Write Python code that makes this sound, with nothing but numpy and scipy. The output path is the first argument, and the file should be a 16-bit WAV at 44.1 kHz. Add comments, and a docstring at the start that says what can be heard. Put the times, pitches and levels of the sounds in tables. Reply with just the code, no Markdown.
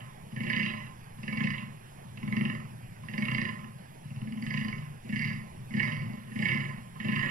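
"""A rutting buck's groans across a meadow: the end of one, then nine more. Fold pulses, roughly 18-36
a second, ring the resonances of a long throat; a thin hiss follows the open mouth.
The wood edge answers with a decaying noise tail; a low murmur, air hiss and a thin insect tone lie underneath.
One mix widened to stereo: the left channel is the right delayed, filtered and partly phase-scrambled."""
import sys
import numpy as np
from scipy import signal
from scipy.fft import rfft, irfft, next_fast_len
from scipy.io import wavfile
from scipy.ndimage import uniform_filter1d, map_coordinates

SR = 44100
rng = np.random.default_rng(int(sys.argv[2]) if len(sys.argv) > 2 else 0)


def to_wav(sig):
    """Store sig (one row per channel, or 1-D mono) as 16-bit WAV at the path in sys.argv[1].

    Samples outside -1..1 are clipped; the rate is SR.
    """
    pcm = np.clip(np.atleast_2d(sig), -1, 1) * 32767
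    pcm = np.round(pcm).astype(np.int16)
    wavfile.write(sys.argv[1], SR, pcm.T)  # frames by channels


N = 321930

# vocal fold rhythm, one list a groan: time_s, pulses_since_groan_began
FOLD_RHYTHM = [
    [(-.03, 0), (.004, 1), (.075, 3)],
    [(.32, 0), (.402, 2), (.497, 5), (.66, 10), (.77, 13), (.865, 16)],
    [(1.182, 0), (1.325, 3), (1.371, 4), (1.502, 8), (1.537, 9), (1.71, 13)],
    [(2.172, 0), (2.227, 1), (2.323, 3), (2.451, 6), (2.496, 7), (2.65, 10)],
    [(3.032, 0), (3.135, 2), (3.221, 4), (3.282, 6), (3.346, 8), (3.414, 10), (3.487, 12), (3.641, 15)],
    [(4.047, 0), (4.271, 4), (4.423, 7), (4.504, 9), (4.572, 11), (4.682, 14), (4.725, 15), (4.78, 16),
     (4.9, 19)],
    [(5.045, 0), (5.09, 1), (5.191, 4), (5.328, 9), (5.412, 11)],
    [(5.705, 0), (5.737, 1), (5.795, 3), (5.828, 4), (5.964, 7), (6.017, 9), (6.17, 13)],
    [(6.23, 0), (6.356, 3), (6.421, 5), (6.515, 8), (6.602, 11), (6.775, 15)],
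    [(6.952, 0), (7.045, 2), (7.12, 4), (7.227, 7), (7.32, 10)],
]
# drive of the three independent tract parts: time_s, chest_db, throat_db, mouth_db
GROAN_LEVELS = [(0, -39, -56, -53), (0.04, -60, -58.5, -71), (0.32, -43.5, -47.5, -60),
                (0.362, -41, -41, -46), (0.403, -42.5, -34.5, -42.5), (0.465, -41, -41, -37),
                (0.562, -43.5, -37.5, -35), (0.66, -45, -41.5, -37.5), (0.77, -43.5, -50, -49),
                (0.865, -51, -56.5, -59.5), (1.182, -54, -49, -64), (1.229, -45.5, -46, -47),
                (1.277, -45, -39, -40.5), (1.324, -41, -39, -43), (1.404, -35, -33.5, -37.5),
                (1.502, -39.5, -47.5, -38.5), (1.58, -46.5, -46, -47.5), (1.71, -46, -60.5, -77),
                (2.172, -57, -51.0, -55.5), (2.227, -44.0, -41, -54.5), (2.323, -42, -35, -41.5),
                (2.41, -35, -34, -43), (2.497, -48, -35, -43), (2.549, -37, -52, -49),
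                (2.65, -54, -64, -66), (3.032, -48.5, -55.5, -65), (3.083, -48, -50.5, -46.5),
                (3.178, -40, -36.5, -36.5), (3.282, -37, -37, -39.5), (3.38, -39.5, -39, -35),
                (3.487, -43, -43.5, -42), (3.538, -49, -55, -60), (3.641, -55, -53, -57.5),
                (4.047, -44, -53.0, -72), (4.159, -40, -50, -59.5), (4.271, -49, -38, -61),
                (4.374, -55, -41, -58), (4.425, -44.5, -35.5, -45.5), (4.538, -36, -37, -38.5),
                (4.645, -43.5, -40, -42.5), (4.731, -43, -54.5, -46.5), (4.78, -40.0, -51.5, -54.5),
                (4.9, -48.5, -60, -69), (5.045, -49, -47.0, -60.5), (5.09, -41, -33.5, -45),
                (5.158, -41, -38.5, -37), (5.246, -38.5, -41.5, -35.5), (5.328, -42.5, -44.5, -47.0),
                (5.412, -65, -59, -61), (5.705, -54, -41.5, -51), (5.737, -34.5, -34, -39),
                (5.795, -35, -42, -32.5), (5.873, -37, -42.5, -36), (5.964, -37, -41.5, -45),
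                (6.055, -42, -47.5, -54.5), (6.17, -57, -50.5, -56.5), (6.23, -57, -57, -70),
                (6.314, -49.5, -45.5, -53), (6.356, -37.5, -35, -44.5), (6.421, -39.5, -37, -33),
                (6.515, -33.5, -38, -32), (6.602, -38.5, -45, -39.5), (6.689, -44.5, -48.5, -47),
                (6.775, -52, -52, -60.5), (6.952, -47.5, -58, -63), (6.998, -50, -43.5, -46),
                (7.045, -39.5, -34, -42), (7.156, -32.5, -39.0, -34.5), (7.227, -43, -38.0, -35.0),
                (7.289, -40, -30.5, -35.5)]
# colour of each groan: turbulent_share (0-1, before each part's weight),
# then offsets from the usual voice: pharynx_db, nose_db, lips_db, rasp_db
GROAN_COLOUR = [(0.9, 1, 1.5, -0.5, -2), (0.86, 2, -2, 1.5, 1), (0.54, -0.5, -2, 0.5, -0.5),
                (0.4, 2, 0.5, 0.5, 1), (0.32, 1, -0.5, 0, -2), (0.44, -4.5, -2.5, 1, 4),
                (1, -2.5, -5.5, -0.5, 3.5), (0.9, 2, -3, -4, 1.5), (0.96, 1.5, -2.5, -2, -2),
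                (1, 0.5, 2, 1, -1.5)]


def amp(db):
    """dB to gain."""
    return 10 ** (np.asarray(db) / 20)


def unit(x):
    """Scale to rms 1."""
    return x / np.sqrt(np.mean(x ** 2) + 1e-20)


def along(points, hz):
    """Interpolate (Hz, value) points on a log frequency axis."""
    f, v = np.transpose(points)
    return np.interp(np.log(hz + 1), np.log(f + 1), v)


def wobble(rate_hz):
    """Smooth random curve with rate_hz knots a second."""
    knots = rng.standard_normal(int(N * rate_hz / SR) + 4)
    return map_coordinates(knots, [np.arange(N) * rate_hz / SR])


def filtered(x, response):
    """Multiply the spectrum of x by a complex response of frequency."""
    m = next_fast_len(N + SR // 2)
    return irfft(rfft(x, m) * response(np.fft.rfftfreq(m, 1 / SR)), m)[..., :N]


def rush(spectrum, patchy_db):
    """Coloured noise of rms 1 with time-frequency patches of random gain."""
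    z = signal.stft(rng.standard_normal(N), nperseg=512)[2]
    field = uniform_filter1d(rng.standard_normal(z.shape), size=6, axis=0)
    field = uniform_filter1d(field, size=12, axis=1)
    x = signal.istft(z * amp(patchy_db * unit(field)), nperseg=512)[1][:N]
    return unit(filtered(x, lambda hz: amp(along(spectrum, hz))))


def posture():
    """Times and levels of all tract parts: three move freely, the others follow them."""
    full_db = -40  # throat or mouth level of a full groan
    nose_lag_s = .035  # the nose opens and closes later than the mouth
    s, chest, throat, mouth = np.transpose(GROAN_LEVELS)
    groan_ends_s = [rows[-1][0] + .02 for rows in FOLD_RHYTHM]
    groan = np.searchsorted(groan_ends_s, s)
    _, pharynx_db, nose_db, lips_db, rasp_db = np.array(GROAN_COLOUR)[groan].T

    # level at a full groan, plus dB gained per dB of the leading part, plus the groan's colour
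    late_mouth = np.interp(s - nose_lag_s, s, mouth)
    pharynx = -52.5 + .64 * (throat - full_db) + .32 * (mouth - full_db) + pharynx_db
    nose = -45 + .62 * (late_mouth - full_db) + nose_db
    lips = -44.5 + .85 * (mouth - full_db) + lips_db
    rasp = -61.5 + (mouth - full_db) + rasp_db
    return s, chest, throat, pharynx, nose, mouth, lips, rasp


def folds(snap_s, puff_s, breathy, leak, scatter_db):
    """Each fold closure gives a ragged snap, a dying puff of air and a steady leak."""
    source, last_closure_s = np.zeros(N), np.zeros(N)
    for rows, (turbulent, *_) in zip(FOLD_RHYTHM, GROAN_COLOUR):
        s, pulses = np.transpose(rows)
        beats = np.interp(np.arange(pulses[-1] + 1), pulses, s)
        beats = np.append(beats, 2 * beats[-1] - beats[-2])
        share = np.clip(turbulent * breathy, 0, 1)
        for a, b in zip(beats[:-1], beats[1:]):
            i, j = np.clip([round(a * SR), round(b * SR)], 0, N)
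            t = np.arange(j - i) / SR
            air = unit(np.exp(-t / puff_s) + leak) * rng.standard_normal(j - i)
            snap = unit(np.exp(-t / snap_s) * rng.standard_normal(j - i))
            snap *= np.sign(snap[:1].sum())  # every closure pushes the same way
            pulse = np.sqrt(1 - share) * snap + np.sqrt(share) * air
            source[i:j] = amp(scatter_db * rng.standard_normal()) * pulse
            last_closure_s[i:j] = a
    return source, last_closure_s


def tract(modes, low_hz, high_hz):
    """Causal resonances between steep low and high edges, passing unit power of white noise."""
    def response(f):
        low = f * f / (f * f - low_hz ** 2 - .7j * f * low_hz + 1e-9)
        high = high_hz ** 2 / (high_hz ** 2 - f * f + 1j * f * high_hz)
        ringing = 0
        for k, (centre_hz, width_hz, db) in enumerate(modes):
            damping = 1j * f * width_hz
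            ringing = ringing + (-1) ** k * amp(db) * damping / (centre_hz ** 2 - f * f + damping)
        h = (low * high) ** 2 * ringing
        return h / np.sqrt(np.mean(np.abs(h) ** 2))
    return response


def buck():
    """Fold pulses ring the tract parts, each at the level its posture sets at fold closure."""
    # tract resonances: centre_hz, width_hz, level_db (relative within a part)
    chest_modes = [(118.6, 31, -2.5), (143.8, 15.5, 6)]
    throat_modes = [(180, 17, -6), (222.9, 18.8, 6.5)]
    pharynx_modes = [(355, 19, -3.5), (528.5, 18, -4.5), (603.6, 4.8, 0.5), (831.6, 20, -5)]
    nose_modes = [(1039.3, 22, 4.5), (1120, 51, -6.5), (1255, 130, -8)]
    palate_modes = [(1728, 53, -1.1), (1897, 78, -0.95)]
    mouth_modes = [(2018, 40, 0.93), (2227, 61, 0.015)]
    lips_modes = [(2524, 107, -4.5), (2760, 85, 2.5), (2980, 238, -5), (3930, 155, -10)]
    rasp_modes = [(4200, 23, -3), (4772, 270, -1), (6070, 240, -14)]
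    s, chest, throat, pharynx, nose, mouth, lips, rasp = posture()
    clean = 1 / (10 * SR)  # s; the low resonances feel one clean push
    # modes, level_db, low_hz, high_hz, snap_s, puff_s, air_weight, pulse_scatter_db
    parts = [(chest_modes, chest, 80, 200, clean, .03, .25, .7),
             (throat_modes, throat, 140, 265, clean, .02, .2, .7),
             (pharynx_modes, pharynx, 300, 900, clean, .02, .6, 1.5),
             (nose_modes, nose, 950, 1500, .002, .025, 1.2, 1.5),
             (palate_modes, mouth - .6, 1640, 2300, .004, .015, .9, 2.5),
             (mouth_modes, mouth - .4, 1900, 2600, .004, .015, .9, 2.5),
             (lips_modes, lips, 2400, 3600, .004, .012, .9, 2.5),
             (rasp_modes, rasp, 4200, 6000, .004, .01, .8, 3.5)]
    voice = np.zeros(N)
    for modes, level_db, low_hz, high_hz, snap_s, puff_s, breathy, scatter_db in parts:
        source, last_closure_s = folds(snap_s, puff_s, breathy, leak=.25, scatter_db=scatter_db)
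        effort = amp(np.interp(last_closure_s, s, level_db))
        voice += filtered(source * effort, tract(modes, low_hz, high_hz))
    return voice


def wood_edge(x):
    """Trees scatter the call back as a noise tail; each frequency dies at its own speed."""
    # decay: freq_hz, t60_s
    decay = [(150, 0.37), (1000, 0.65), (2500, 0.31), (6000, 0.39)]
    hz, t, z = signal.stft(rng.standard_normal(SR), SR, nperseg=256)
    fade_db = -60 * t / along(decay, hz)[:, None]
    tail = signal.istft(z * amp(fade_db), SR, nperseg=256)[1]
    delayed = np.pad(x, (700, 0))  # samples
    return signal.fftconvolve(delayed, tail / np.linalg.norm(tail))[:N]


def breath():
    """A thin high hiss swells and fades with the open mouth, by half its dB."""
    # relative density: freq_hz, level_db_per_hz
    breath_spectrum = [(5000, -11), (6200, -11.5), (8300, -18.5), (10800, -8), (12600, -19), (13600, -47)]
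    s, *_, mouth = np.transpose(GROAN_LEVELS)
    opening = uniform_filter1d(amp(np.interp(np.arange(N) / SR, s, mouth)), size=6000)
    return amp(-41) * np.sqrt(opening) * rush(breath_spectrum, patchy_db=-4.0)


def meadow():
    """A lumpy low murmur and open-air hiss, both shaped noise, and one faint wavering insect sine."""
    # murmur level: time_s, level_db
    murmur_level = [(0, -53), (.25, -48), (.95, -50), (1.15, -48.5), (1.9, -53), (2.1, -46), (2.75, -47.5),
                    (3, -46.5), (3.75, -46.5), (3.9, -50), (4.95, -49), (5.55, -46.5), (6.21, -49),
                    (6.88, -48), (7.3, -43)]
    # relative density: freq_hz, level_db_per_hz
    murmur_spectrum = [(40, -81), (70, -5.5), (95, -3.5), (122, 8.5), (160, 2.5), (235, -7.5), (290, -29),
                       (600, -98)]
    air_spectrum = [(22, 16), (30, 3.5), (300, 2.5), (850, 5.5), (1050, 2), (1380, -3), (1800, 2),
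                    (2800, -4.5), (4300, -15), (8300, -21.5), (9700, -14), (10900, -6), (12600, -17.5),
                    (13600, -42)]
    # sine: freq_hz, peak_db (before its wobble)
    insect = (5400, -78)
    t = np.arange(N) / SR
    s, level_db = np.transpose(murmur_level)
    lumpy = unit(amp(1.06 * wobble(30)) * rush(murmur_spectrum, patchy_db=-0.5))
    murmur = amp(np.interp(t, s, level_db)) * lumpy
    air = amp(-51.0 + 0.067 * wobble(2.0)) * rush(air_spectrum, patchy_db=2.0)
    hz, peak_db = insect
    phase_rad = 2 * np.pi * hz * t + 1.4 * wobble(7.7)
    tone = amp(peak_db + 2.5 * wobble(3.9)) * np.sin(phase_rad)
    return murmur + air + tone


def left_channel(right):
    """The right signal delayed and filtered, part swapped for a phase-scrambled copy."""
    # balance, left minus right: freq_hz, level_db
    balance = [(100, .5), (220, 1.5), (330, -1), (700, -7.5), (1050, -11), (1900, -13), (2400, -7),
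               (4000, -4), (4800, -1.5), (9300, 2), (10600, -4), (12300, -18.5), (13600, 2)]
    # phase lead of the left, negative is late: freq_hz, lead_rad
    lead = [(0, 0), (520, -2.3), (1500, -3.9), (2150, -5.1), (5340, -13.3), (8000, -19.3), (8400, -21),
            (11000, -28.2), (13500, -31.7), (16000, -32)]
    # coherence of left and right: freq_hz, likeness (0-1)
    alike = [(100, .995), (300, .97), (1000, .8), (1700, .82), (2300, .95), (4000, .8), (6000, .66),
             (10500, .84), (12500, .2)]
    z = signal.stft(right, nperseg=1024)[2]
    random_phase = np.exp(2j * np.pi * rng.random(z.shape))
    scrambled = unit(signal.istft(z * random_phase, nperseg=1024)[1][:N]) * np.std(right)

    def offset(hz):
        return amp(along(balance, hz)) * np.exp(1j * np.interp(hz, *np.transpose(lead)))

    left = filtered(right, lambda hz: offset(hz) * along(alike, hz))
    left += filtered(scrambled, lambda hz: offset(hz) * np.sqrt(1 - along(alike, hz) ** 2))
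    return left


def scene():
    """Sum the sources in the right channel and derive a widened left channel from it."""
    call = buck()
    right = call + amp(-5.5) * wood_edge(call) + breath() + meadow()
    return np.array([left_channel(right), right])


def record(dry):
    """Each channel adds its own preamp hiss; nothing is kept from the band limit up."""
    # white hiss, rows left and right: level_db (before the band limit)
    preamp_hiss = [
        [-74],
        [-78],
    ]
    top_hz = 15720
    hiss = amp(preamp_hiss) * rng.standard_normal(dry.shape)
    return filtered(dry + hiss, lambda hz: hz < top_hz)


dry = scene()
out = record(dry)
to_wav(out)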